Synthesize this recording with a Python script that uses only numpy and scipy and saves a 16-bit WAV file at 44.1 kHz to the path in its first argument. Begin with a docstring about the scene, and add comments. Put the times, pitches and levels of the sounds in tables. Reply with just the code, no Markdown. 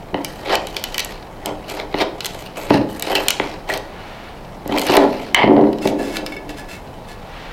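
"""A screwdriver pries at a steel disc held on a wooden block, on a workbench in a small workshop.
Random stick-slip impulses through steel and wood resonances make the grinding; short noise bursts make
the blade snap free of the rim, and filtered impulses make the block knock on the bench.
The dropped screwdriver clatters and its handle rolls; then the disc is slid off the block and rings
faintly in the fingers. A short echo and a steady room noise set the place."""
import sys
import numpy as np
from scipy import signal
from scipy.fft import rfft, irfft
from scipy.io import wavfile
from scipy.ndimage import uniform_filter1d

SR = 44100
rng = np.random.default_rng(int(sys.argv[2]) if len(sys.argv) > 2 else 0)


def dump_mix(stems):
    """Bounce the given channels to the path in sys.argv[1] as a 16-bit WAV at rate SR."""
    frames = np.atleast_2d(stems).T  # one column per channel
    limited = np.clip(frames, -1, 1)  # hard clip at full scale
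    pcm = np.round(limited * 32767).astype(np.int16)
    wavfile.write(sys.argv[1], SR, pcm)


N = 331632
TIME = np.arange(N) / SR
RING_TIME = TIME[:SR // 2]

# Workshop background spectrum, before overall scaling: pitch_hz, relative_db
ROOM_NOISE = [(12, -33), (20, 2), (32, 2), (53, -8.5), (104, -7.5), (182, -8), (337, -13), (825, -10),
              (1290, -22.5), (4000, -38), (7000, -42.5), (16000, -46)]
ROOM_NOISE_DB = -34.5
# Workshop echo, time to die by 60 dB: pitch_hz, t60_s
ROOM_T60 = [(150,0.76),(3500,0.3),(14000,0.48)]

# Resonances of each surface, all with columns: pitch_hz, width_hz, relative_db
# The wooden bench and block
BENCH = [(99,106,-6),(218.4,36,1.5),(289,40.3,2),(385.4,69.6,1.5),(535,70,-2),(639.5,104,1),(710,143,1),(844,207,-3),(1356,640,-15.5),(2040,240,-8.5),(3120,510,-13),(4300,1200,-21)]
# The screwdriver blade
BLADE = [(1430,970,-0.5),(1834,300,12.5),(1963,560,11),(2740,930,7.5),(3065,190,10.5),(4030,820,2),(5430,1360,-3.5)]
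# The sharp edge biting
GRIT = [(6030,860,0.5),(7850,1300,0),(9370,990,0.5),(12250,2600,0.83),(13500,1960,0.48)]
# The clamped rim of the disc
RIM = [(1216,21,-16),(1985,91,-4),(2360,120,0.5),(3006,340,-0.5),(4060,234,-0.5),(4710,1040,-8)]
# The dropped steel shaft
SHAFT = [(790,207,13),(1036,390,7),(1680,170,1.5),(2125,164,7),(3060,320,0),(4960,470,-17)]
# Modes of the free disc: pitch_hz, relative_db
DISC = [(1723,4.5),(2223,5),(2676,7.5),(3548,3.5),(4317,-2),(5130,4),(7612,-6),(8950,-8),(10200,-5.5),(11900,-7)]
DISC_RING_CYCLES = 255  # each mode dies by 60 dB in this many cycles

# Steel slides on steel or wood and its edge bites: start_s, end_s, steel_grind_db, edge_grit_db
RASPS = [(0.24, 0.417, -45.5, -52), (0.685, 1.12, -40.5, -50), (1.683, 1.765, -34, -44.5),
         (2.232, 2.457, -41.5, -48.5), (2.576, 2.658, -35, -42.5), (2.703, 2.763, -28, -48),
         (2.901, 2.97, -41.5, -45), (3.04, 3.246, -37, -41.5), (3.27, 3.524, -39, -69),
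         (3.696, 3.75, -31.5, -42.5), (4.787, 4.947, -38, -35), (5.0, 5.248, -37.5, -56)]
RASP_ATTACK_S, RASP_RELEASE_S = 0.0072, 0.018
RASP_EASE = 0.16  # share of a stroke's length added to the attack and release of its grind
HANDLING_DB = -51.5  # the hands never hold the steel quite still
WOOD_UNDER_STEEL_DB = 4.5  # wood rumble relative to the steel grind of the rasps and handling
# The blade shoves the block along the bench: start_s, end_s, wood_rumble_db, steel_grind_db
SHOVES = [(0.502, 0.552, -15.5, -23), (1.488, 1.491, -19.5, -33.5), (1.76, 1.809, -25, -34.5),
          (2.002, 2.023, -18, -23.5), (3.087, 3.206, -18.5, -29), (3.737, 3.765, -21.5, -37),
          (4.72, 4.79, -21, -31), (4.873, 4.95, -13, -19.5), (4.957, 5.056, -13.5, -46)]
SHOVE_ATTACK_S, WOOD_RELEASE_S, STEEL_RELEASE_S = 0.031, 0.031, 0.0095
# Block or handle hits the bench: start_s, level_db, contact_hardness_hz
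KNOCKS = [(0.131, -20, 400), (0.143, -10, 1560), (1.467, -20.5, 1100), (1.942, -10, 1550), (2.705, 1, 990),
          (2.713, -22, 2190), (2.744, -3.5, 604), (3.3985, -8.5, 3020), (3.7, -19.5, 3700),
          (4.657, -19, 740), (4.692, -14.5, 650), (4.895, -6.5, 1320), (5.438, -3, 714), (5.476, -8, 900),
          (5.565, -7, 860), (5.611, -13.5, 750), (5.639, -11.5, 800), (5.855, -5.5, 790)]
# Blade or disc slips off an edge: start_s, level_db, treble_against_rim_db
SNAPS = [(0.2461, -17.5, -4), (0.553, -12, -10), (0.6695, -24, -5), (0.7659, -14.5, -21), (0.8391, -15, -4),
         (0.943, -18, -19), (0.9804, -12.5, -9), (0.9933, -13.5, -11), (1.002, -15.5, -9),
         (1.047, -21.5, 5), (1.4585, -17.5, -0.5), (1.698, -24.5, -6), (2.2057, -19, -18),
         (2.246, -18.5, -11), (2.257, -18, 0), (2.2627, -18.5, -3), (2.996, -23.5, 5), (3.023, -15, -1),
         (3.1523, -9, -14), (3.283, -4.5, -2), (3.3045, -9, -3), (3.7372, -19, -11), (3.775, -25, -1),
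         (4.6765, -30, 8), (4.783, -15, -8), (4.7943, -20, -1), (4.8152, -17.5, -5), (4.867, -22, 6),
         (4.9677, -9, -6), (5.7283, -30, -15), (5.7843, -32.5, -23), (5.8735, -18, -11), (6.168, -17, -19),
         (6.263, -22.5, -11), (6.4923, -29.5, -20)]
# The blade squeaks as it slides off: start_s, pitch_hz, level_db
SQUEAKS = [(3.155,2730,-19),(3.698,1886,-21)]
# A sleeve brushes along: start_s, end_s, level_db
BRUSHES = [(3.984, 4.256, -41), (7.365, 7.516, -39)]

# The block judders under load: start_s, end_s, starting_pitch_hz, level_db
JUDDER = [(4.732, 4.746, 288, -16), (4.901, 4.92, 392, -15.5), (5.005, 5.039, 285, -13)]
JUDDER_ATTACK_S, JUDDER_RELEASE_S = 0.015, 0.037
JUDDER_SAG, JUDDER_SAG_S = 0.257, 0.1037  # the slips slow by this share over this time

# The dropped shaft strikes, a single event: start_s, level_db
DROP = (5.3452, 0.31)
# The shaft then chatters until it lies flat
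CHATTER_FULL_S, CHATTER_END_S, CHATTER_DB = 5.38, 5.435, -14
CHATTER_ATTACK_S, CHATTER_RELEASE_S = 0.024, 0.015
# The handle rocks, then rolls to rest: start_s, end_s, level_db, dying_time_s
ROLL = [(5.463, 5.64, -10.5, 0.05), (5.848, 5.894, -20.5, 0.26)]
ROLL_ATTACK_S = 0.046

# The disc slides off the block and through the fingers: start_s, end_s, relative_db
DISC_SLIDE = [(5.824, 5.895, -33), (5.993, 6.142, -36), (6.156, 6.168, -29), (6.26, 6.348, -45.5),
              (6.498, 6.51, -37.5), (6.577, 6.599, -36.5), (6.69, 6.759, -38.5), (7.086, 7.126, -41.5)]
# The free disc is touched: start_s, relative_db, favoured_mode_hz
TOUCHES = [(6.263, -40.5, 5130), (6.322, -39.5, 2223), (6.366, -41, 2223), (6.493, -50, 2676)]


def from_db(db):
    """Decibels to gain."""
    return 10 ** (np.asarray(db) / 20)


def rms_one(x):
    """Scale to rms 1."""
    return x / np.sqrt(np.mean(x ** 2) + 1e-20)


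def unit_energy(x):
    """Scale to a sum of squares of 1."""
    return x / np.sqrt(np.sum(x ** 2) + 1e-20)


def at_level(sound, db, length_s):
    """Give a hit the energy of a level held for length_s."""
    return unit_energy(sound) * from_db(db) * np.sqrt(length_s * SR)


def at_hz(points, hz):
    """Read a table on a log-frequency axis."""
    table_hz, value = np.transpose(points)
    return np.interp(np.log(hz + 1e-9), np.log(table_hz), value)


def cut(x, hz, kind, order=2):
    """Butterworth filter."""
    sos = signal.butter(order, np.clip(hz, 10, 0.45 * SR), kind, fs=SR, output="sos")
    return signal.sosfilt(sos, x)


def add(out, s, sound):
    """Mix a sound in at time s."""
    i = int(s * SR)
    out[i:i + len(sound)] += sound[:N - i]


def through(x, response):
    """Pass a signal through an impulse response."""
    return signal.fftconvolve(x, response)[:len(x)]


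def body(modes):
    """Impulse response of damped resonances of alternating sign; wider ones die sooner."""
    response = 0
    for k, (hz, width, db) in enumerate(modes):
        decay = np.exp(-np.pi * width * RING_TIME)
        ring = decay * np.cos(2 * np.pi * hz * RING_TIME)
        response = response + (-1) ** k * from_db(db) * width * ring
    return unit_energy(response)


def drift(per_s):
    """Smooth random wander of rms 1."""
    knots = rng.standard_normal(int(N / SR * per_s) + 2)
    return rms_one(np.interp(TIME * per_s, np.arange(len(knots)), knots))


def slips(per_s, spread_db):
    """Stick-slip: random tiny impulses of uneven size."""
    sizes_db = spread_db * np.clip(rng.standard_normal(N), -2, 2)
    impulses = from_db(sizes_db) * rng.choice([-1, 1], N)
    return impulses * (rng.random(N) < per_s / SR)


def burst(rise_s):
    """A quick swell of micro-slips as one contact lets go."""
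    t = RING_TIME[:SR // 10] / rise_s
    return rng.standard_normal(len(t)) * t * np.exp(-t)


def steady(x, window_s=0.28):
    """Hold the slow level near rms 1 and keep the grain."""
    power = uniform_filter1d(x ** 2, int(window_s * SR) + 1)
    return x / np.sqrt(np.abs(power) + np.mean(x ** 2) / 100)


def swell(start, end, attack_s, release_s):
    """Exponential attack up to start, hold at 1 until end, exponential release."""
    before = np.maximum(start - TIME, 0) / attack_s
    after = np.maximum(TIME - end, 0) / release_s
    return np.exp(-np.minimum(before + after, 20))


def background():
    """Steady low rumble and hiss of the room: noise shaped by a fixed spectrum."""
    hz = np.arange(N // 2 + 1) * SR / N
    spectrum = rfft(rng.standard_normal(N)) * from_db(at_hz(ROOM_NOISE, hz))
    return from_db(ROOM_NOISE_DB) * rms_one(irfft(spectrum, N))


def stroke_levels():
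    """Gains of wood rumble, steel grind and edge grit; the powers of all strokes add up."""
    steel, edge = from_db(HANDLING_DB) ** 2, 0
    for start, end, steel_db, edge_db in RASPS:
        ease_s = RASP_EASE * (end - start)
        grind = swell(start, end, RASP_ATTACK_S + ease_s, RASP_RELEASE_S + ease_s)
        bite = swell(start, end, RASP_ATTACK_S, RASP_RELEASE_S)
        steel = steel + (from_db(steel_db) * grind) ** 2
        edge = edge + (from_db(edge_db) * bite) ** 2
    wood = steel * from_db(WOOD_UNDER_STEEL_DB) ** 2
    for start, end, wood_db, steel_db in SHOVES:
        rumble = swell(start, end, SHOVE_ATTACK_S, WOOD_RELEASE_S)
        grind = swell(start, end, SHOVE_ATTACK_S, STEEL_RELEASE_S)
        wood = wood + (from_db(wood_db) * rumble) ** 2
        steel = steel + (from_db(steel_db) * grind) ** 2
    return np.sqrt([wood, steel, edge])


def rubbed(force, modes, patchy_db=2, shifts_per_s=40):
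    """As the contact point travels, each resonance swells and fades on its own."""
    total = 0
    for k, (hz, width, db) in enumerate(modes):
        ring = through(force, body([(hz, width, db)])[:SR // 10])
        gain = from_db(db + patchy_db * drift(shifts_per_s))
        total = total + (-1) ** k * ring * np.sqrt(width) * gain
    return steady(total)


def scraping(grit_db=-19):
    """One stuttering stream of slips shakes wood and blade; coarser grains crackle where the edge bites."""
    wood_gain, steel_gain, bite = stroke_levels()
    stutter = from_db(4 * drift(220))
    friction = slips(per_s=2600, spread_db=3.0) * stutter
    grains = slips(per_s=110, spread_db=5.0) + 0.39 * friction
    rumble = steady(through(cut(friction, 438, "high", order=3), body(BENCH)))
    wood = cut(wood_gain * rumble, 1024, "low")
    grind = steel_gain * rubbed(cut(friction + grains, 12000, "low"), BLADE)
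    # some grit goes along with every grind, besides the bites
    grit_gain = np.hypot(steel_gain * from_db(grit_db), bite)
    grit = grit_gain * rubbed(cut(grains, 4900, "high"), GRIT)
    return wood + grind + grit


def knocks(rattle_s=0.051, crack_db=-13):
    """A harder contact gives a brighter thud and a stronger crack; the wood rattles briefly after each."""
    out, bench, blade = np.zeros(N), body(BENCH), body(BLADE)
    for s, db, hardness_hz in KNOCKS:
        rattle = slips(per_s=900, spread_db=6)[:len(bench)] * np.exp(-RING_TIME / rattle_s)
        force = from_db(-23) * rattle
        force[0] += 1  # the blow itself
        force = cut(force, hardness_hz, "low")
        force = cut(force, hardness_hz / 6, "high", order=1)
        add(out, s, at_level(through(force, bench), db, 0.0039))
        crack = at_level(through(burst(0.00026), blade), db + crack_db, 0.0036)
        add(out, s, crack * min(hardness_hz / 1500, 1) ** 2)
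    return cut(out, 5200, "low", order=6)


def ticks(level_db=8, rim_db=2):
    """Burrs catch and let go in random flurries while the edge bites."""
    bite = stroke_levels()[2]
    bite_gain = np.sqrt(bite * from_db(-50))  # evens out light and heavy bites
    flurries = from_db(2.5 * drift(15))
    force = slips(per_s=70, spread_db=4) * bite_gain * flurries
    catches = through(force, unit_energy(burst(0.00014)))
    grit = through(cut(catches, 4000, "high"), body(GRIT))
    rim = from_db(rim_db) * through(catches, body(RIM))
    return from_db(level_db) * (grit + rim)


def snaps(crack_s=0.00061, rise_s=0.00041, ring_db=-24, ring_s=0.01, flex_db=-12, detune=0.049):
    """The edge cracks free; the clamped rim rings at a pitch set by the grip, and the blade flexes."""
    out, grit, blade = np.zeros(N), body(GRIT), body(BLADE)
    for s, db, treble_db in SNAPS:
        grip = np.exp(detune * rng.uniform(-1.04, 1))
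        rim = body([(hz * grip, width, mode_db) for hz, width, mode_db in RIM])
        release = burst(rise_s * rng.uniform(1, 3.7))
        t = RING_TIME[:len(release)]
        # dying noise stands for many close partials
        ring = from_db(ring_db) * np.exp(-t / ring_s) * rng.standard_normal(len(t))
        click = unit_energy(through(release + ring, rim))
        crack = through(cut(burst(crack_s), 4000, "high"), grit)
        flex = through(cut(release, 980, "low"), blade)
        click += from_db(treble_db) * unit_energy(crack)
        click += from_db(flex_db) * unit_energy(flex)
        add(out, s, at_level(click, db, 0.0028))
    return out


def squeaks(fade_s=0.0086, width_hz=80):
    """A dying run of slips drives one narrow resonance of the steel."""
    out = np.zeros(N)
    for s, hz, db in SQUEAKS:
        fade = np.exp(-RING_TIME / fade_s)
        force = slips(per_s=2300, spread_db=5)[:len(RING_TIME)] * fade
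        add(out, s, at_level(through(force, body([(hz, width_hz, 0)])), db, 0.02))
    return out


def sleeve(low_hz=1100, high_hz=4200, ease_s=0.12):
    """Cloth brushes along with a soft, even hiss of band-limited noise as the arms move."""
    hiss = cut(rng.standard_normal(N), [low_hz, high_hz], "band")
    hiss = rms_one(cut(hiss, low_hz, "low", order=1))
    return hiss * sum(from_db(db) * swell(start, end, ease_s, ease_s) for start, end, db in BRUSHES)


def judder(waver=0.0708, flutter_db=3, overtone_db=-10):
    """The loaded block creeps in uneven, nearly periodic slips that slow down as it gives way."""
    out = 0
    wander = 1 + waver * drift(150)
    flutter = from_db(flutter_db * drift(90))
    overtones = from_db(overtone_db + flutter_db * drift(90))
    for start, end, hz, db in JUDDER:
        slowing = 1 - JUDDER_SAG * np.clip((TIME - start) / JUDDER_SAG_S, 0, 1)
        phase = 2 * np.pi * np.cumsum(hz * slowing * wander) / SR
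        groan = np.sin(phase) + overtones * (np.sin(2 * phase) + np.sin(3 * phase))
        out = out + from_db(db) * swell(start, end, JUDDER_ATTACK_S, JUDDER_RELEASE_S) * groan
    return flutter * out


def dropped_screwdriver(crack_db=-16):
    """The steel shaft lands with a crack and buzzes against the wood; the handle rolls in uneven bumps."""
    shaft = body(SHAFT)
    s, strike_db = DROP
    chatter = swell(CHATTER_FULL_S, CHATTER_END_S, CHATTER_ATTACK_S, CHATTER_RELEASE_S)
    chatter = (TIME > s) * from_db(CHATTER_DB) * chatter  # silent before the landing
    out = chatter * steady(through(slips(per_s=630, spread_db=2.5), shaft))
    strike = cut(through(burst(0.0005), shaft), 1600, "high", order=4)
    add(out, s, at_level(strike, strike_db, 0.005))
    out = cut(out, 5200, "low", order=8)
    add(out, s, at_level(cut(burst(0.00048), 3000, "high"), crack_db, 0.0014))
    bumps = cut(slips(per_s=300, spread_db=1.5), [230, 760], "band")
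    rumble = steady(through(bumps, body(BENCH)))
    rumble *= rms_one(from_db(4 * drift(55)))
    roll = sum(from_db(db) * swell(start, end, ROLL_ATTACK_S, dying_s)
               for start, end, db, dying_s in ROLL)
    return out + rumble * roll


def disc_modes():
    """The ring of each mode of the free disc, one row each; higher modes die sooner."""
    rings = []
    for hz, db in DISC:
        fading_db = db - 60 * RING_TIME * hz / DISC_RING_CYCLES
        rings.append(from_db(fading_db) * np.sin(2 * np.pi * hz * RING_TIME))
    return np.array(rings)


def free_disc(rub_db=-2, low_hz=1600, high_hz=1500):
    """The unclamped disc hisses and jingles as it slides, its modes shifting; a touch favours one mode."""
    modes = disc_modes()
    friction = slips(per_s=1500, spread_db=1.5)
    hiss = steady(cut(cut(friction, low_hz, "high"), high_hz, "low", order=1))
    jingle = steady(sum(through(friction, ring[:SR // 4]) * from_db(5 * drift(25)) for ring in modes))
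    stroke = sum(from_db(db) * swell(start, end, RASP_ATTACK_S, RASP_RELEASE_S)
                 for start, end, db in DISC_SLIDE)
    out = from_db(rub_db) * stroke * (hiss + jingle)
    mode_hz = np.array(DISC)[:, 0]
    for s, db, favoured_hz in TOUCHES:
        favour_db = 9 * (np.abs(np.log(mode_hz / favoured_hz)) < 0.08)
        add(out, s, from_db(db + favour_db) @ modes)
    return out


def workshop(x, wet_db=-6, dull_hz=5500, build_s=0.0012):
    """Room echo: a diffuse noise tail builds up quickly and dies at its own rate in each band."""
    t, tail = RING_TIME, 0
    edges = np.geomspace(70, 18000, 9)
    for low, high in zip(edges, edges[1:]):
        band = cut(rng.standard_normal(len(t)), [low, high], "band")
        t60_s = at_hz(ROOM_T60, np.sqrt(low * high))
        tail = tail + band * from_db(-60 * t / t60_s)
    tail = unit_energy(tail * (1 - np.exp(-(t / build_s) ** 2)))
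    return x + from_db(wet_db) * through(x, cut(tail, dull_hz, "low"))


def scene():
    """All the work on the bench, heard in the room through one microphone channel."""
    prying = scraping() + ticks() + snaps() + squeaks() + judder()
    work = prying + knocks() + dropped_screwdriver() + free_disc() + sleeve()
    return (workshop(work) + background())[None]


def record(dry):
    """The loudest peaks overload and are rounded off; the top of the treble is cut steeply."""
    clipped = dry / (1 + dry ** 6) ** (1 / 6)
    lowpass = signal.ellip(10, 0.1, 70, 15900, fs=SR, output="sos")  # ripple dB, stopband dB, cutoff Hz
    return signal.sosfilt(lowpass, clipped)


dry = scene()
out = record(dry)
dump_mix(out)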